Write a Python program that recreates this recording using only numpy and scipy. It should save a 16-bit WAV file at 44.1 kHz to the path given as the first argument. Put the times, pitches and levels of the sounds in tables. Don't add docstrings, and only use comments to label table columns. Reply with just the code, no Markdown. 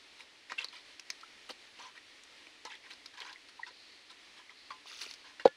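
import sys
import numpy as np
from scipy import signal
from scipy.fft import rfft, irfft
from scipy.io import wavfile
from scipy.ndimage import uniform_filter1d

SR = 44100
rng = np.random.default_rng(int(sys.argv[2]) if len(sys.argv) > 2 else 0)


def int16_out(signal):
    q = np.round(np.clip(np.atleast_2d(signal).T, -1, 1) * 32767)
    wavfile.write(sys.argv[1], SR, q.astype(np.int16))


N = 245195

# pitch_hz, level_db
WET_TONE = [(60, -54), (200, -18.5), (420, 1.5), (680, -4.5), (1000, 1.5), (2000, 7.5), (4300, 5),
            (5700, -0.5), (7200, -9.5), (10500, -22), (12500, -33), (15500, -37)]
# pitch_hz, level_db
CRISP_TONE = [(100, -41), (4000, 1), (7000, 3), (11000, -2.5), (12500, -13), (15500, -16)]


def squelches(best_gap_hz=2300, gap_width_share=0.29):
    # start_s, length_s,
    # level_db, gap_pitch_hz
    squeezes = [(0.191, 0.048, -54, 3700), (0.496, 0.052, -46.5, 1900), (.578, 0.072, -43, 2640),
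                (0.723, 0.092, -51.5, 3220), (1.49, 0.033, -45, 4230), (1.787, 0.125, -51, 1200),
                (1.95, 0.045, -55, 1990), (2.65, 0.037, -47.5, 1000), (2.695, 0.076, -49, 2300),
                (2.835, 0.055, -55, 2000), (2.901, 0.043, -50, 3870), (3.135, 0.04, -55.5, 1500),
                (3.172, 0.033, -48.5, 1800), (3.203, 0.05, -47.5, 2000), (3.247, .095, -49, 1400),
                (3.485, 0.025, -56, 4250), (3.663, 0.034, -49, 1300), (4.097, 0.035, -53, 4100),
                (4.366, 0.06, -56.5, 950), (4.496, .03, -57, 1100), (4.703, 0.026, -48, 1900),
                (5.239, 0.11, -57, 1400), (5.4, 0.032, -52.5, 1400)]
    out, t = np.zeros(N), np.arange(8192) / SR
    for start_s, length_s, level_db, gap_hz in squeezes:
        octaves = np.log2(gap_hz / best_gap_hz)
        gap_db = -15 * abs(octaves)
        hollow_db = -10.5 - 6.5 * octaves
        sticky_db = -25 + 14 * octaves
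        pops = colour(crackle(len(t), per_s=6000, spread_db=3, cycles=7.7), WET_TONE)
        gap = unit(resonate(pops, gap_hz, gap_width_share * gap_hz))
        low_hollow = resonate(resonate(pops, 940, 410), 993, 410)
        hollow = unit(low_hollow + amp(-12.5) * resonate_twice(pops, 1580, 360))
        sticky = colour(crackle(len(t), per_s=2000, spread_db=2.5, cycles=3, pitches=8), CRISP_TONE)
        squeeze = np.minimum(t / 0.0024, 1) * np.exp(-(t / (0.86 * length_s)) ** 3)
        sound = squeeze * (pops + amp(gap_db) * gap + amp(hollow_db) * hollow + amp(sticky_db) * sticky)
        add(out, start_s, amp(level_db) * sound * np.linalg.norm(squeeze) / np.linalg.norm(sound))
    return out


def meat_smacks():
    # start_s, level_db, pocket_pitch_hz, thump_db
    smacks = [(.2050, -42, 2400, -23), (.5196, -30, 1380, -9.5), (0.6446, -28.5, 4600, -11),
              (.9950, -41, 2860, -28), (0.9966, -39, 5960, -28), (1.1017, -36, 2230, -30),
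              (1.1020, -28.5, 5600, -25), (1.211, -47.5, 4560, -16), (1.4948, -38.5, 3100, 4),
              (1.5015, -38, 4400, 6), (1.7890, -46.5, 2800, 0), (1.9765, -43.5, 1890, -20),
              (2.2360, -49.5, 8000, -20), (2.4690, -44, 2300, -6), (2.6512, -37, 5500, 0),
              (2.7530, -43.5, 3450, -7), (2.9072, -42, 2770, -11), (2.935, -45, 4700, -22),
              (3.059, -37.5, 4900, -32), (3.2028, -38, 4200, -22), (3.2178, -37.5, 2830, -14),
              (3.329, -41, 4380, -21), (3.707, -50, 1790, 6), (5.3972, -36, 1630, -8)]
    return wet_snaps(smacks)


def wet_snaps(rows, snap_fade_s=0.0029, tail_fade_s=0.014, thump_fade_s=0.005):
    out, t = np.zeros(N), np.arange(4096) / SR
    rise = np.minimum(t / 0.0006, 1)
    shape = rise * (np.exp(-t / snap_fade_s) + amp(-27) * np.exp(-t / tail_fade_s))
    for start_s, level_db, pocket_hz, thump_db in rows:
        skin, mass, spray = rng.standard_normal((3, len(t)))
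        snap = colour(skin, WET_TONE)
        pocket = resonate_twice(snap, pocket_hz, 0.44 * pocket_hz)
        thump = resonate_twice(mass, hz=400, width_hz=330) * rise * np.exp(-t / thump_fade_s)
        crisp = colour(spray, CRISP_TONE) * np.exp(-t / snap_fade_s)
        crisp_db = -14 + 10.5 * np.log2(pocket_hz / 3500)
        parts = [(0, shape * snap), (4, shape * pocket), (thump_db, thump), (crisp_db, shape * crisp)]
        sound = sum(amp(db) * unit(part) for db, part in parts)
        add(out, start_s, amp(level_db) * sound * np.linalg.norm(shape) / np.linalg.norm(sound))
    return highpass(out, 140, order=2)


def juice_plops():
    # start_s, level_db, pitch_hz, rise_octaves_per_s
    plops = [(0.6853, -40, 4280, -14), (1.2307, -44, 1210, 25), (2.718, -42, 1780, -8),
             (3.274, -47, 1060, -2), (3.3575, -44.5, 2130, -14), (3.592, -42, 1013, -17.5),
             (3.6312, -35, 1864, 11.5), (4.494, -43, 2080, 0.5), (4.704, -38, 1112, 3.5)]
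    out = np.zeros(N)
    for start_s, level_db, pitch_hz, rise in plops:
        add(out, start_s, bubble(level_db, pitch_hz, rise, cycles=11.7))
    squeak = bubble(level_db=-30.5, pitch_hz=2686, rise=0, cycles=42)
    add(out, 0.581, squeak)
    return out


def bubble(level_db, pitch_hz, rise, cycles, fizz_db=-12):
    t = np.arange(2600) / SR
    length_s = cycles / pitch_hz
    progress = t / length_s
    opened = np.minimum(progress, 1)
    swell = np.sin(np.pi * opened) + 0.2 * opened * np.exp(-progress / 2)
    gliding_hz = pitch_hz * 2 ** (rise * np.minimum(t, 2 * length_s))
    tone = np.sin(2 * np.pi * np.cumsum(gliding_hz) / SR)
    fizz = unit(resonate_twice(rng.standard_normal(len(t)), pitch_hz, pitch_hz / 2))
    return amp(level_db) * swell * (tone + amp(fizz_db) * fizz)


def pot_touches(reach_octaves=0.19):
    # start_s, level_db, pitch_hz
    touches = [(0.586, -40, 2620), (2.651, -40, 870), (4.709, -38.5, 1007), (5.397, -45.5, 2540),
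               (5.456, -36, 1510)]
    # pitch_hz, level_db, ring_s
    wall_notes = [(870, -10, 0.25), (1028, -7.5, 0.2), (1412, -1, 0.15), (1725, -2.5, 0.21),
                  (1770, -33, 0.078), (2185, 2.5, 0.11), (2800, 4, .09), (3530, 4.5, .1), (4080, 4, .06)]
    out, t = np.zeros(N), np.arange(12000) / SR
    for start_s, level_db, touch_hz in touches:
        notes = [(hz, db - 6 * abs(np.log2(hz / touch_hz)) / reach_octaves, ring_s)
                 for hz, db, ring_s in wall_notes]
        add(out, start_s, amp(level_db) * ring(notes, t))
    return out


def pot_landing():
    # start_s, thud_db, crunch_db, crunch_fade_s
    bumps = [(5.4525, -29, -33.5, .003), (5.4555, 2, -27.5, .005), (5.4595, -12, -36.5, 0.0091),
             (5.4642, -11.5, -43, 0.0083), (5.4760, -24, -34, .003)]
    # pitch_hz, level_db, ring_s
    base_notes = [(487, -19, 0.045), (531.5, -7, 0.039), (740, -13, 0.026), (816, -19.5, 0.044),
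                  (1440, -29, 0.11), (1693, -28, 0.046)]
    # pitch_hz, level_db, ring_s
    earth_notes = [(152, -36.5, 0.061)]
    # pitch_hz, level_db
    crunch_tone = [(60, -10), (200, 6), (900, 0.5), (1600, 7), (2400, 0), (3200, 0), (4400, 4),
                   (5200, -9.5), (7200, -18), (10500, -30), (15500, -36)]
    out, t = np.zeros(N), np.arange(8192) / SR
    blow = lowpass(ring(base_notes, t), 900)
    knock = highpass(blow, 380, order=3)
    thud = knock + highpass(ring(earth_notes, t), 70, order=1)
    for start_s, thud_db, crunch_db, fade_s in bumps:
        shape = np.minimum(t / 0.00056, 1) * np.exp(-t / fade_s)
        crunch = shape * colour(rng.standard_normal(len(t)), crunch_tone)
        add(out, start_s, amp(thud_db) * thud + amp(crunch_db) * crunch)
    return out


def flung_water(start_s=4.855, length_s=0.25, rise_s=0.02, fade_s=0.04):
    # start_s, level_db, splash_pitch_hz, thump_db
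    fattest_drops = [(4.8570, -46.5, 990, -6), (4.912, -46, 1350, -22), (4.9280, -41.5, 3250, -20),
                     (5.0150, -35.5, 5400, -27), (5.0620, -42.5, 2400, 4), (5.1110, -37, 4850, -25),
                     (5.1382, -40, 5440, -23)]
    # pitch_hz, level_db
    spray_tone = [(80, -37), (380, -6), (650, -10), (900, -3.5), (2000, 2.5), (3200, 7.5), (5300, 6.5),
                  (7500, -8), (10500, -11.5), (12500, -22), (15500, -21)]
    out, t = wet_snaps(fattest_drops), np.arange(24000) / SR
    fine = colour(crackle(len(t), per_s=11000, spread_db=4.4, cycles=6.1), spray_tone)
    fat = colour(crackle(len(t), per_s=900, spread_db=2.5, cycles=3), WET_TONE)
    shower = np.minimum(t / rise_s, 1) * np.exp(-np.maximum(t - length_s, 0) / fade_s)
    gush = hump(start_s + t, peak_s=5.025, half_width_s=0.017)
    add(out, start_s, (fine + amp(-13) * fat) * (amp(-51.5) * shower + amp(-44.5) * gush))
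    return out


def with_close_echo(sound, echo_db=-15, fade_s=0.011):
    t = np.arange(4096) / SR
    bounces = lowpass(rng.standard_normal(len(t)) * np.exp(-t / fade_s) * (t > 0.002), 6000)
    return sound + amp(echo_db) * signal.oaconvolve(sound, bounces / np.linalg.norm(bounces))[:N]


def open_air(rush_db=-58.5):
    # pitch_hz, level_db
    air_tone = [(25, -17), (60, -14.5), (110, -13), (160, -20), (290, -4), (400, -7), (650, -9.5),
                (1550, -8), (1850, -2), (4300, -5), (6000, -13), (7200, -18.5), (10000, -22.5),
                (12500, -38.5), (15500, -38)]
    # peak_s, half_width_s, level_db
    hiss_swells = [(.74, 0.25, -66), (3.82, 0.25, -61), (4.62, 0.078, -61), (5.22, 0.15, -65)]
    t = np.arange(N) / SR
    waver_db = unit(uniform_filter1d(uniform_filter1d(rng.standard_normal(N), size=5000), size=3000))
    rush = amp(rush_db + waver_db) * colour(rng.standard_normal(N), air_tone)
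    hiss = unit(resonate_twice(rng.standard_normal(N), hz=4250, width_hz=1000))
    swells = sum(amp(db) * hump(t, peak_s, half_width_s) for peak_s, half_width_s, db in hiss_swells)
    return rush + hiss * swells


def crackle(samples, per_s, spread_db, cycles, pitches=24, glide=0.13):
    out, t = np.zeros(samples), np.arange(1500) / SR
    for hz in np.geomspace(350, 14000, pitches) * rng.uniform(0.93, 1.07, pitches):
        age = np.minimum(t * hz / cycles, 6)
        pop = age * np.exp(-3 * age) * np.sin(2 * np.pi * cycles * (age + glide * age ** 2 / 2))
        sizes = amp(spread_db * np.minimum(rng.exponential(1, samples), 4))
        signs = rng.choice([-1, 1], samples)
        popping = rng.random(samples) < per_s / pitches / SR
        pops = signal.oaconvolve(sizes * signs * popping, pop / np.linalg.norm(pop))
        out += np.sqrt(hz) * pops[:samples]
    return unit(out)


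def ring(notes, t):
    return sum(amp(db - 60 * t / ring_s) * np.sin(2 * np.pi * hz * t) for hz, db, ring_s in notes)


def colour(sound, tone):
    pitch_hz, level_db = np.transpose(tone)
    hz = np.fft.rfftfreq(len(sound), 1 / SR)
    gain = amp(np.interp(np.log(hz + 1), np.log(pitch_hz), level_db))
    return unit(irfft(rfft(sound) * gain, len(sound)))


def resonate(sound, hz, width_hz):
    return signal.lfilter(*signal.iirpeak(hz, hz / width_hz, fs=SR), sound)


def resonate_twice(sound, hz, width_hz):
    return resonate(resonate(sound, hz, width_hz), hz, width_hz)


def highpass(sound, hz, order):
    return signal.sosfilt(signal.butter(order, hz, "high", fs=SR, output="sos"), sound)


def lowpass(sound, hz):
    return signal.lfilter(*signal.butter(2, hz, fs=SR), sound)


def hump(t, peak_s, half_width_s):
    return np.exp(-((t - peak_s) / half_width_s) ** 2)


def amp(db):
    return 10 ** (np.asarray(db) / 20)


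def unit(sound):
    return sound / np.sqrt(np.mean(sound ** 2) + 1e-20)


def add(mix, start_s, sound):
    part = mix[max(round(start_s * SR), 0):][:len(sound)]
    part += sound[:len(part)]


def scene():
    handling = with_close_echo(squelches() + meat_smacks() + juice_plops() + pot_touches())
    return (handling + pot_landing() + flung_water() + open_air())[None]


def record(dry):
    treble_cut = signal.firwin(511, 15650, window=("kaiser", 9), fs=SR)
    return signal.oaconvolve(dry, treble_cut[None], "same")


dry = scene()
out = record(dry)
int16_out(out)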